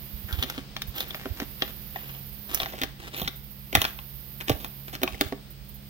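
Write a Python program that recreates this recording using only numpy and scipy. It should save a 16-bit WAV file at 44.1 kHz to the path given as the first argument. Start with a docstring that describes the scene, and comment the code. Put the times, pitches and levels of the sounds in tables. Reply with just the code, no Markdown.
"""Small hard pieces into plastic bags.

Pieces and dirt are handled close to a two-port microphone. Sliding plastic scuffs in tiny crackles,
flexing plastic snaps in rushes of stick-slips, pieces ring a hollow container, handling gives low bumps.
A distant motor hums in room noise; a fine high hiss, perhaps an insect, comes in spells and short zips."""
import sys
import numpy as np
from scipy import signal
from scipy.fft import rfft, irfft
from scipy.io import wavfile
from scipy.ndimage import uniform_filter1d, map_coordinates

SR = 44100
rng = np.random.default_rng(int(sys.argv[2]) if len(sys.argv) > 2 else 0)


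def dump_mix(stems):
    """Bounce the given channels to the path in sys.argv[1] as a 16-bit WAV at rate SR."""
    frames = np.atleast_2d(stems).T  # one column per channel
    limited = np.clip(frames, -1, 1)  # hard clip at full scale
    pcm = np.round(limited * 32767).astype(np.int16)
    wavfile.write(sys.argv[1], SR, pcm)


N = 259749
TIME_S, FREQ_HZ = np.arange(N) / SR, np.fft.rfftfreq(N, 1 / SR)


def gain_of(db):
    """Decibels to amplitude."""
    return 10 ** (np.asarray(db) / 20)


def unit_rms(x):
    """Scale to rms 1."""
    return x / np.sqrt(np.mean(x ** 2) + 1e-20)


def at_hz(table, hz):
    """Interpolate on a log-frequency axis."""
    f, value = np.transpose(table)
    return np.interp(np.log(hz + 1), np.log(f + 1), value)


def add(mix, start_s, sound):
    """Mix a sound in at start_s."""
    part = mix[max(round(start_s * SR), 0):][:len(sound)]
    part += sound[:len(part)]


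def coloured(x, spectrum):
    """Filter by a spectrum table; rms 1."""
    return unit_rms(irfft(rfft(x) * gain_of(at_hz(spectrum, FREQ_HZ)), N))


def drift(hz):
    """Random drift up to about hz; rms 1."""
    return unit_rms(irfft(rfft(rng.standard_normal(N)) * np.exp(-(FREQ_HZ / hz) ** 2), N))


def burst(x, db):
    """Scale to the energy of 5 ms at db."""
    return gain_of(db) * x / np.sqrt(np.sum(x ** 2) / (.005 * SR) + 1e-20)


# Room noise spectrum (frequency [Hz], gain [dB])
AIR_SPECTRUM = [(20, -27), (40, -2.5), (60, -3), (95, -7), (170, -9.5), (260, -17.5), (500, -21.5),
                (1000, -27.5), (1700, -27), (3300, -24), (4100, -26), (5100, -25), (5700, -33), (7400, -37),
                (16000, -54)]


def room_noise(start_db=-46.0, sink_db_per_s=0.51, swell_db=1, rumble_hz=70, shared_hz=700):
    """Slowly sinking noise: alike at both ports in the upper bass, unrelated in rumble and treble."""
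    left, other = rfft(rng.standard_normal((2, N)))
    coherence = .9 / (1 + (FREQ_HZ / shared_hz) ** 4) * FREQ_HZ ** 2 / (FREQ_HZ ** 2 + rumble_hz ** 2)
    right = coherence * left + np.sqrt(1 - coherence ** 2) * other
    level_db = start_db - sink_db_per_s * TIME_S + swell_db * drift(0.49)
    return gain_of(level_db) * coloured(irfft(np.array([left, right]), N), AIR_SPECTRUM)


# Motor orders (multiple of motor speed, level [dB], width [Hz])
MOTOR_ORDERS = [(2, -51, 1.74), (3, -54, 2.3), (5, -73.5, 4.6)]


def motor_hum(motor_hz=67.8, drone_hz=57.6, drone_db=-49.5, drone_width_hz=14, waver=0.27):
    """Low orders of a distant motor over a rough drone, wavering in level and phase."""
    tones = [(order * motor_hz, db, width_hz) for order, db, width_hz in MOTOR_ORDERS]
    out = np.zeros(N)
    for hz, db, width_hz in tones + [(drone_hz, drone_db, drone_width_hz)]:
        amplitude = gain_of(db) * np.sqrt(2) * (1 + waver * drift(2 * width_hz))
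        out += amplitude * np.sin(2 * np.pi * hz * TIME_S + 0.2 * drift(width_hz))
    return out


# Hiss spells (start [s], end [s], relative level [dB])
HISS_SPELLS = [(-0.6, 0.43, -45), (1.0, 2.68, -44.5), (3.2, 4.87, -46), (5.66, 7.0, -49.5)]


def spell_envelope(soft_db=-10, swell_s=0.62, fade_db_per_s=97, floor_db=-63):
    """Each spell starts soft, swells, holds and dies away to a faint floor."""
    envelope = gain_of(floor_db)
    for start_s, end_s, db in HISS_SPELLS:
        softness = np.clip(1 - (TIME_S - start_s) / swell_s, 0, 1)
        outside_s = np.maximum(np.maximum(start_s - TIME_S, TIME_S - end_s), 0)
        envelope = np.hypot(envelope, gain_of(db + soft_db * softness - fade_db_per_s * outside_s))
    return envelope


# Hiss spectrum (frequency [Hz], gain [dB])
HISS_SPECTRUM = [(5000, -11), (7500, -26), (9500, -15), (11000, -4), (12500, 5), (14000, 9), (15300, 8.5),
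                 (16000, -34)]
# Steady narrow bands (centre [Hz], width [Hz], level [dB])
HISS_BANDS = [(8600, 310, -66.5), (15800, 390, -58.5)]
# Zips (start [s], hold [s], level [dB])
ZIP_EVENTS = [(0.87, 0.026, -41.5), (0.951, 0.065, -37.5), (1.077, 0.015, -40.5), (1.145, 0.016, -39),
              (3.159, 0.079, -37), (3.355, .01, -39), (3.436, .01, -44), (3.505, .01, -42),
              (5.501, .01, -43), (5.685, .01, -44), (5.741, .01, -42.5)]
# Zip spectrum (frequency [Hz], gain [dB])
ZIP_SPECTRUM = [(9000, -27), (11000, -13.5), (12300, -8), (13500, -1.5), (15000, 0), (16000, -17)]


def high_hiss(gain_db=2, flicker_db=1, echo=0.3, echo_s=0.001, rise_s=0.0025, fall_s=0.018):
    """Fine hiss, perhaps an insect: flickering spells and short zips over steady narrow bands."""
    wide, narrow, zip_noise = rng.standard_normal((3, 2, N))
    wide = wide + echo * np.roll(wide, round(echo_s * SR), axis=1)  # near reflection: comb filter
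    out = spell_envelope() * gain_of(gain_db + flicker_db * drift(50)) * coloured(wide, HISS_SPECTRUM)
    for hz, width_hz, db in HISS_BANDS:
        band = np.exp(-((FREQ_HZ - hz) / width_hz) ** 2 / 2)
        out += gain_of(db) * unit_rms(irfft(rfft(narrow) * band, N))
    zip_envelope = np.zeros(N)
    t = TIME_S[:SR // 5]
    for start_s, hold_s, db in ZIP_EVENTS:
        attack = 1 - np.exp(-t / rise_s)
        release = np.exp(-np.maximum(t - hold_s, 0) / fall_s)
        add(zip_envelope, start_s, gain_of(db) * attack * release)
    return out + zip_envelope * coloured(zip_noise, ZIP_SPECTRUM)


# Handling bumps (time [s], pitch [Hz], level [dB])
BUMP_EVENTS = [(0.148, 60, -32.5), (0.249, 84, -31.5), (0.338, 71, -24), (0.394, 74, -22.5),
               (0.892, 66.4, -33.5), (1.316, 73.5, -25.5), (1.424, 220, -32), (2.639, 83, -37.5),
               (3.221, 187, -27.5), (3.24, 72.5, -35), (3.26, 157, -33), (3.758, 85, -30),
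               (3.765, 176, -28.5), (3.784, 88.6, -23), (4.513, 111, -19.5), (4.547, 64, -30),
               (5.142, 73, -33.5), (5.265, 78, -31.5)]


def handling_bumps(cycles=1.53):
    """Each soft bump is a brief low sway under a Gaussian envelope."""
    out = np.zeros(N)
    for time_s, hz, db in BUMP_EVENTS:
        length_s = cycles / hz
        near = abs(TIME_S - time_s) < 2 * length_s
        t = TIME_S[near] - time_s
        envelope = gain_of(db) * np.sqrt(2) * np.exp(-(2 * t / length_s) ** 2)
        out[near] += envelope * np.cos(2 * np.pi * (hz * t + rng.random()))
    return out


def crackle(per_s, spread_db):
    """Random train of tiny, uneven impulses."""
    sizes = gain_of(spread_db * np.minimum(rng.exponential(1, N), 3)) * rng.choice([-1, 1], N)
    return unit_rms(sizes * (rng.random(N) < per_s / SR))


def plastic_response(spectrum, pitch_hz, ring_db, width_oct):
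    """Minimum-phase impulse response of thin flexing plastic, ringing broadly around pitch_hz."""
    f = abs(np.fft.fftfreq(1024, 1 / SR))
    lift_db = ring_db / (1 + (np.log2((f + 1) / pitch_hz) / width_oct) ** 2)
    log_gain = np.log(gain_of(at_hz(spectrum, f) + lift_db))
    response = np.fft.ifft(np.exp(np.conj(signal.hilbert(log_gain)))).real
    return response / np.linalg.norm(response)


# Strokes of plastic and grit (start [s], end [s], relative level [dB], pitch [Hz], ring [dB])
SCUFF_STROKES = [(0.28, 0.349, -45, 1500, 12), (0.324, 0.47, -45.5, 3520, 6.5), (0.44, 0.636, -50, 3490, 2),
                 (0.931, 1.05, -41, 3600, 6.5), (1.012, 1.334, -52, 2030, 4), (1.35, 1.452, -48, 1920, -4),
                 (1.58, 1.723, -50, 2200, 0), (1.926, 2.21, -52, 2730, 5), (2.474, 2.669, -43, 3630, 1.5),
                 (2.65, 2.884, -48.5, 2050, -1), (2.98, 3.105, -48, 3400, 1),
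                 (3.107, 3.29, -42.5, 3780, 5.5), (3.756, 3.915, -44.5, 3040, 2),
                 (4.399, 4.428, -41, 1850, 6), (4.468, 4.542, -38, 1160, -3),
                 (4.587, 4.683, -51, 1770, -10), (4.876, 4.904, -46.5, 1650, 3),
                 (4.923, 4.967, -42.5, 2070, -2), (5.026, 5.346, -52, 1500, -21)]
# Scuff spectrum (frequency [Hz], gain [dB])
SCUFF_SPECTRUM = [(100, -4.5), (300, 9.5), (700, 6.5), (1100, 5.5), (2000, 7), (3000, 5.5), (3700, 3.5),
                  (4500, -2.5), (6000, -4), (7500, -9.5), (10000, -8.5), (13000, -6.5), (16000, -24)]


def plastic_scuffs(gain_db=3.5, clump_db=2.5, crinkle_db=-3):
    """Sliding plastic sheds clumps of tiny crackles and sparser, crisper crinkles."""
    grains = unit_rms(crackle(per_s=800, spread_db=2) * gain_of(clump_db * drift(110)))
    grains += gain_of(crinkle_db) * crackle(per_s=70, spread_db=4.5)
    out = np.zeros(N)
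    for start_s, end_s, db, pitch_hz, ring_db in SCUFF_STROKES:
        stroke = unit_rms(grains[round(start_s * SR):][:round((end_s - start_s) * SR)])
        envelope = gain_of(db + gain_db) * signal.windows.tukey(len(stroke), 0.42)
        plastic = plastic_response(SCUFF_SPECTRUM, pitch_hz, ring_db, width_oct=0.34)
        add(out, start_s, signal.fftconvolve(stroke * envelope, plastic))
    return out


def stick_slips(envelope, whitening=0.47, smooth_hz=500):
    """A rush of tiny stick-slips, its spectrum partly flattened."""
    n = len(envelope)
    spectrum = rfft(rng.choice([-1., 1.], n) * envelope, 2 * n)
    power = uniform_filter1d(abs(spectrum) ** 2, round(smooth_hz * 2 * n / SR))
    log_gain = -whitening * np.log(np.r_[power, power[-2:0:-1]] + 1e-12) / 2
    flattener = np.exp(np.conj(signal.hilbert(log_gain)))[:len(spectrum)]  # minimum phase
    return irfft(spectrum * flattener)[:n]


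# Contacts (time [s], crack [dB], plastic pitch [Hz], ring [dB], tick [dB], knock [dB], knock centre [Hz])
CONTACTS = [(0.326, -35.5, 3550, 17, -29, -55, 330), (0.425, -22, 3490, 12, -25, -37, 340),
            (0.434, -27.5, 3600, 5, -33, -32.5, 368), (0.4985, -30, 1460, 8, -26.5, -39, 650),
            (0.578, -34, 3240, 5, -47, -29, 272), (0.7646, -28.5, 1420, 0, -37, -39.5, 785),
            (0.8185, -28, 3660, 9, -27, -55, 680), (0.9815, -34, 3100, 13, -30, -50, 390),
            (1.0038, -31, 3700, 18, -23.5, -49, 430), (1.106, -31.5, 3570, 15, -39, -46, 480),
            (1.145, -31.5, 1880, 4, -46, -37, 580), (1.2557, -34, 1380, 12, -55, -27.5, 387),
            (1.4, -30, 1980, 5, -30.5, -32, 380), (1.4177, -38, 2020, 14, -39, -30.5, 293),
            (1.6209, -19, 3180, 9.5, -39, -28.5, 476), (1.9584, -30.5, 1920, 20, -61, -32.5, 770),
            (2.5454, -39, 3580, -14, -11.5, -58, 520), (2.6, -23, 3700, 10.5, -45, -32.5, 570),
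            (2.617, -34, 2520, 14, -30, -34.5, 990), (2.6309, -26.5, 3800, 1, -44, -38, 630),
            (2.6582, -30, 1800, 9, -49, -34.5, 734), (2.734, -39.5, 1790, 16, -56, -35, 530),
            (2.815, -25.5, 3400, 8, -28, -31, 350), (2.8215, -30, 3470, 7, -40, -35.5, 490),
            (2.834, -23, 1700, 0, -25, -30.5, 400), (3.216, -30.5, 3600, 17, -28, -31.5, 530),
            (3.2758, -24, 3400, -3, -50, -39, 402), (3.2796, -28, 3660, 21, -29.5, -54, 320),
            (3.7274, -30.5, 2300, 12, -32, -30.5, 404), (3.7507, -8.5, 1120, 1, -11, -18.5, 750),
            (3.7694, -25, 2000, 18, -33, -27.5, 415), (3.8161, -18.5, 3160, 6.5, -14.5, -28.5, 1080),
            (3.8414, -23.5, 1530, 8, -31, -47, 910), (3.85, -21, 3140, 3, -29, -33.5, 860),
            (3.9879, -37, 2660, 11, -66, -42.5, 1010), (4.4818, -29, 2880, 3, -49, -44, 430),
            (4.4948, -22, 1300, 4.5, -19, -15.5, 402), (4.645, -32, 1690, 6, -29.5, -39.5, 895),
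            (4.9508, -32.5, 1880, -4, -35, -39, 377), (5.0165, -37.5, 1980, 1, -38, -32, 368),
            (5.0317, -21, 2380, -1.5, -17, -20, 414), (5.0756, -26, 2560, 13.5, -48, -31, 1030),
            (5.1443, -39, 2140, 16, -44, -42, 400), (5.2097, -17.5, 3500, 2.5, -17, -19, 342),
            (5.323, -36, 1770, 6, -46, -24.5, 370)]
# Crack spectrum (frequency [Hz], gain [dB])
CRACK_SPECTRUM = [(150, 3), (500, -7), (800, -9), (950, -9), (1150, 0.5), (1400, 3), (2000, 4.5), (2800, 1),
                  (3500, 2), (4400, -3), (5100, -6), (5900, -8), (7000, -23.5), (12000, -23)]
# Tick spectrum (frequency [Hz], gain [dB])
TICK_SPECTRUM = [(2000, -5), (4500, -4), (6000, 3), (7500, -11), (9000, -7.5), (11000, 0), (13500, 2),
                 (15500, 5.5), (17000, 8.5)]


def plastic_snaps(graze_db=-22, graze_s=0.0055, slip_s=0.0033, settle=0.037, settle_s=0.0042):
    """Each contact grazes the plastic, then snaps it in a rush of slips: a crack with a bright tick."""
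    t = TIME_S[:SR // 10]
    swell = np.exp((t - t[-1]) / graze_s)
    rush = np.sin(np.pi * np.minimum(t / slip_s, 1) ** 1.05) + settle * np.exp(-t / settle_s)
    out = np.zeros(N)
    for time_s, crack_db, pitch_hz, ring_db, tick_db, _, _ in CONTACTS:
        for spectrum, db in (CRACK_SPECTRUM, crack_db), (TICK_SPECTRUM, tick_db):
            plastic = plastic_response(spectrum, pitch_hz, ring_db, width_oct=.24)
            graze = signal.fftconvolve(swell * rng.standard_normal(len(t)), plastic)
            snap = signal.fftconvolve(stick_slips(rush), plastic)
            add(out, time_s - t[-1], burst(graze, db + graze_db))
            add(out, time_s, burst(snap, db))
    return out


# Container modes (frequency [Hz], gain [dB], t60 [s])
CONTAINER_MODES = [(212, -2.5, 0.12), (282, 5, 0.07), (333, -3, 0.036), (383, 0, 0.085), (527, -0.5, 0.056),
                   (633, 6, 0.049), (715, 6, 0.035), (770, 2.5, 0.07), (854, 7, 0.022), (1122, 5, 0.053)]


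def container_knocks(detune=0.05, push_s=0.0001, reach_oct=0.66):
    """The same contacts ring the hollow container; the place struck decides which modes answer most."""
    t = TIME_S[:SR // 8]
    attack = 1 - np.exp(-t / push_s)
    out = np.zeros(N)
    for time_s, *_, knock_db, centre_hz in CONTACTS:
        tuning = 1 + detune * rng.standard_normal(len(CONTAINER_MODES))
        ring = np.zeros(len(t))
        for k, (hz, db, t60_s) in enumerate(CONTAINER_MODES):
            weight = (-1) ** k / (1 + (np.log2(hz / centre_hz) / reach_oct) ** 2)
            ring += weight * gain_of(db - 60 * t / t60_s) * np.sin(2 * np.pi * hz * tuning[k] * t)
        add(out, time_s, burst(ring * attack, knock_db))
    return out


# Room decay (frequency [Hz], t60 [s])
ROOM_T60 = [(150, 0.26), (700, 0.45), (2500, 0.36), (6000, 0.37), (14000, 0.5)]


def room_reflections(x, early_db=-6, early_s=0.0055, tail_db=-11, taps_per_s=4000):
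    """Quick reflections from floor and tubs, then a short diffuse tail."""
    t = TIME_S[:SR // 2]
    shape = (2, 2, len(t))  # early/tail, port, time
    taps = rng.standard_normal(shape) * (rng.random(shape) < taps_per_s / SR) * (t > .002)
    early = taps[0] * np.exp(-t / early_s)
    hz, age_s, frames = signal.stft(taps[1], SR, nperseg=256)
    decay = gain_of(-60 * age_s / at_hz(ROOM_T60, hz)[:, None])
    tail = signal.istft(frames * decay, SR, nperseg=256)[1][:, :len(t)]
    response = sum(gain_of(db) * part / np.linalg.norm(part, axis=1, keepdims=True)
                   for db, part in [(early_db, early), (tail_db, tail)])
    return signal.oaconvolve(x[None], response, axes=1)[:, :N]


def from_right(x, delay_s):
    """Sound from the right reaches the left port late."""
    return np.array([map_coordinates(x, [np.arange(N) - delay_s * SR]), x])


# Hands shifting to the right (time [s], left port delay [s])
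HAND_PATH = [(0, 0.00015), (1.7, .00016), (2.5, 0.00028), (5.3, .00035)]


def scene(wander_s=.00004, wander_hz=4.4, knock_delay_s=.0001):
    """Wandering hands and a container close by, in a small room with hum and hiss."""
    plastic = plastic_snaps() + plastic_scuffs()
    knocks = container_knocks()
    hand_delay_s = np.interp(TIME_S, *np.transpose(HAND_PATH)) + wander_s * drift(wander_hz)
    direct = from_right(plastic, hand_delay_s) + from_right(knocks, knock_delay_s)
    reflected = room_reflections(plastic + knocks)
    return direct + reflected + handling_bumps() + motor_hum() + room_noise() + high_hiss()


# Port balance (frequency [Hz], left minus right [dB])
PORT_BALANCE = [(30, 1), (70, -21), (130, -2), (400, -5), (800, -1), (1300, 2), (2300, 2), (3500, 6),
                (4800, -2), (6000, -8.5), (8000, -12), (11000, -5.5), (15000, -24.5)]


def record(dry, ceiling=.78, cutoff_hz=15950):
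    """Left port favours the mids, right port bass and treble; then soft clip and low-pass."""
    ratio = gain_of(at_hz(PORT_BALANCE, FREQ_HZ))
    port_gains = np.array([ratio, np.ones_like(ratio)]) * np.sqrt(2 / (1 + ratio ** 2))
    heard = irfft(rfft(dry) * port_gains, N)
    rounded = heard / (1 + (heard / ceiling) ** 4) ** .25
    lowpass = signal.firwin(511, cutoff_hz, window=("kaiser", 9), fs=SR)
    return signal.oaconvolve(rounded, lowpass[None], "same")


dry = scene()
out = record(dry)
dump_mix(out)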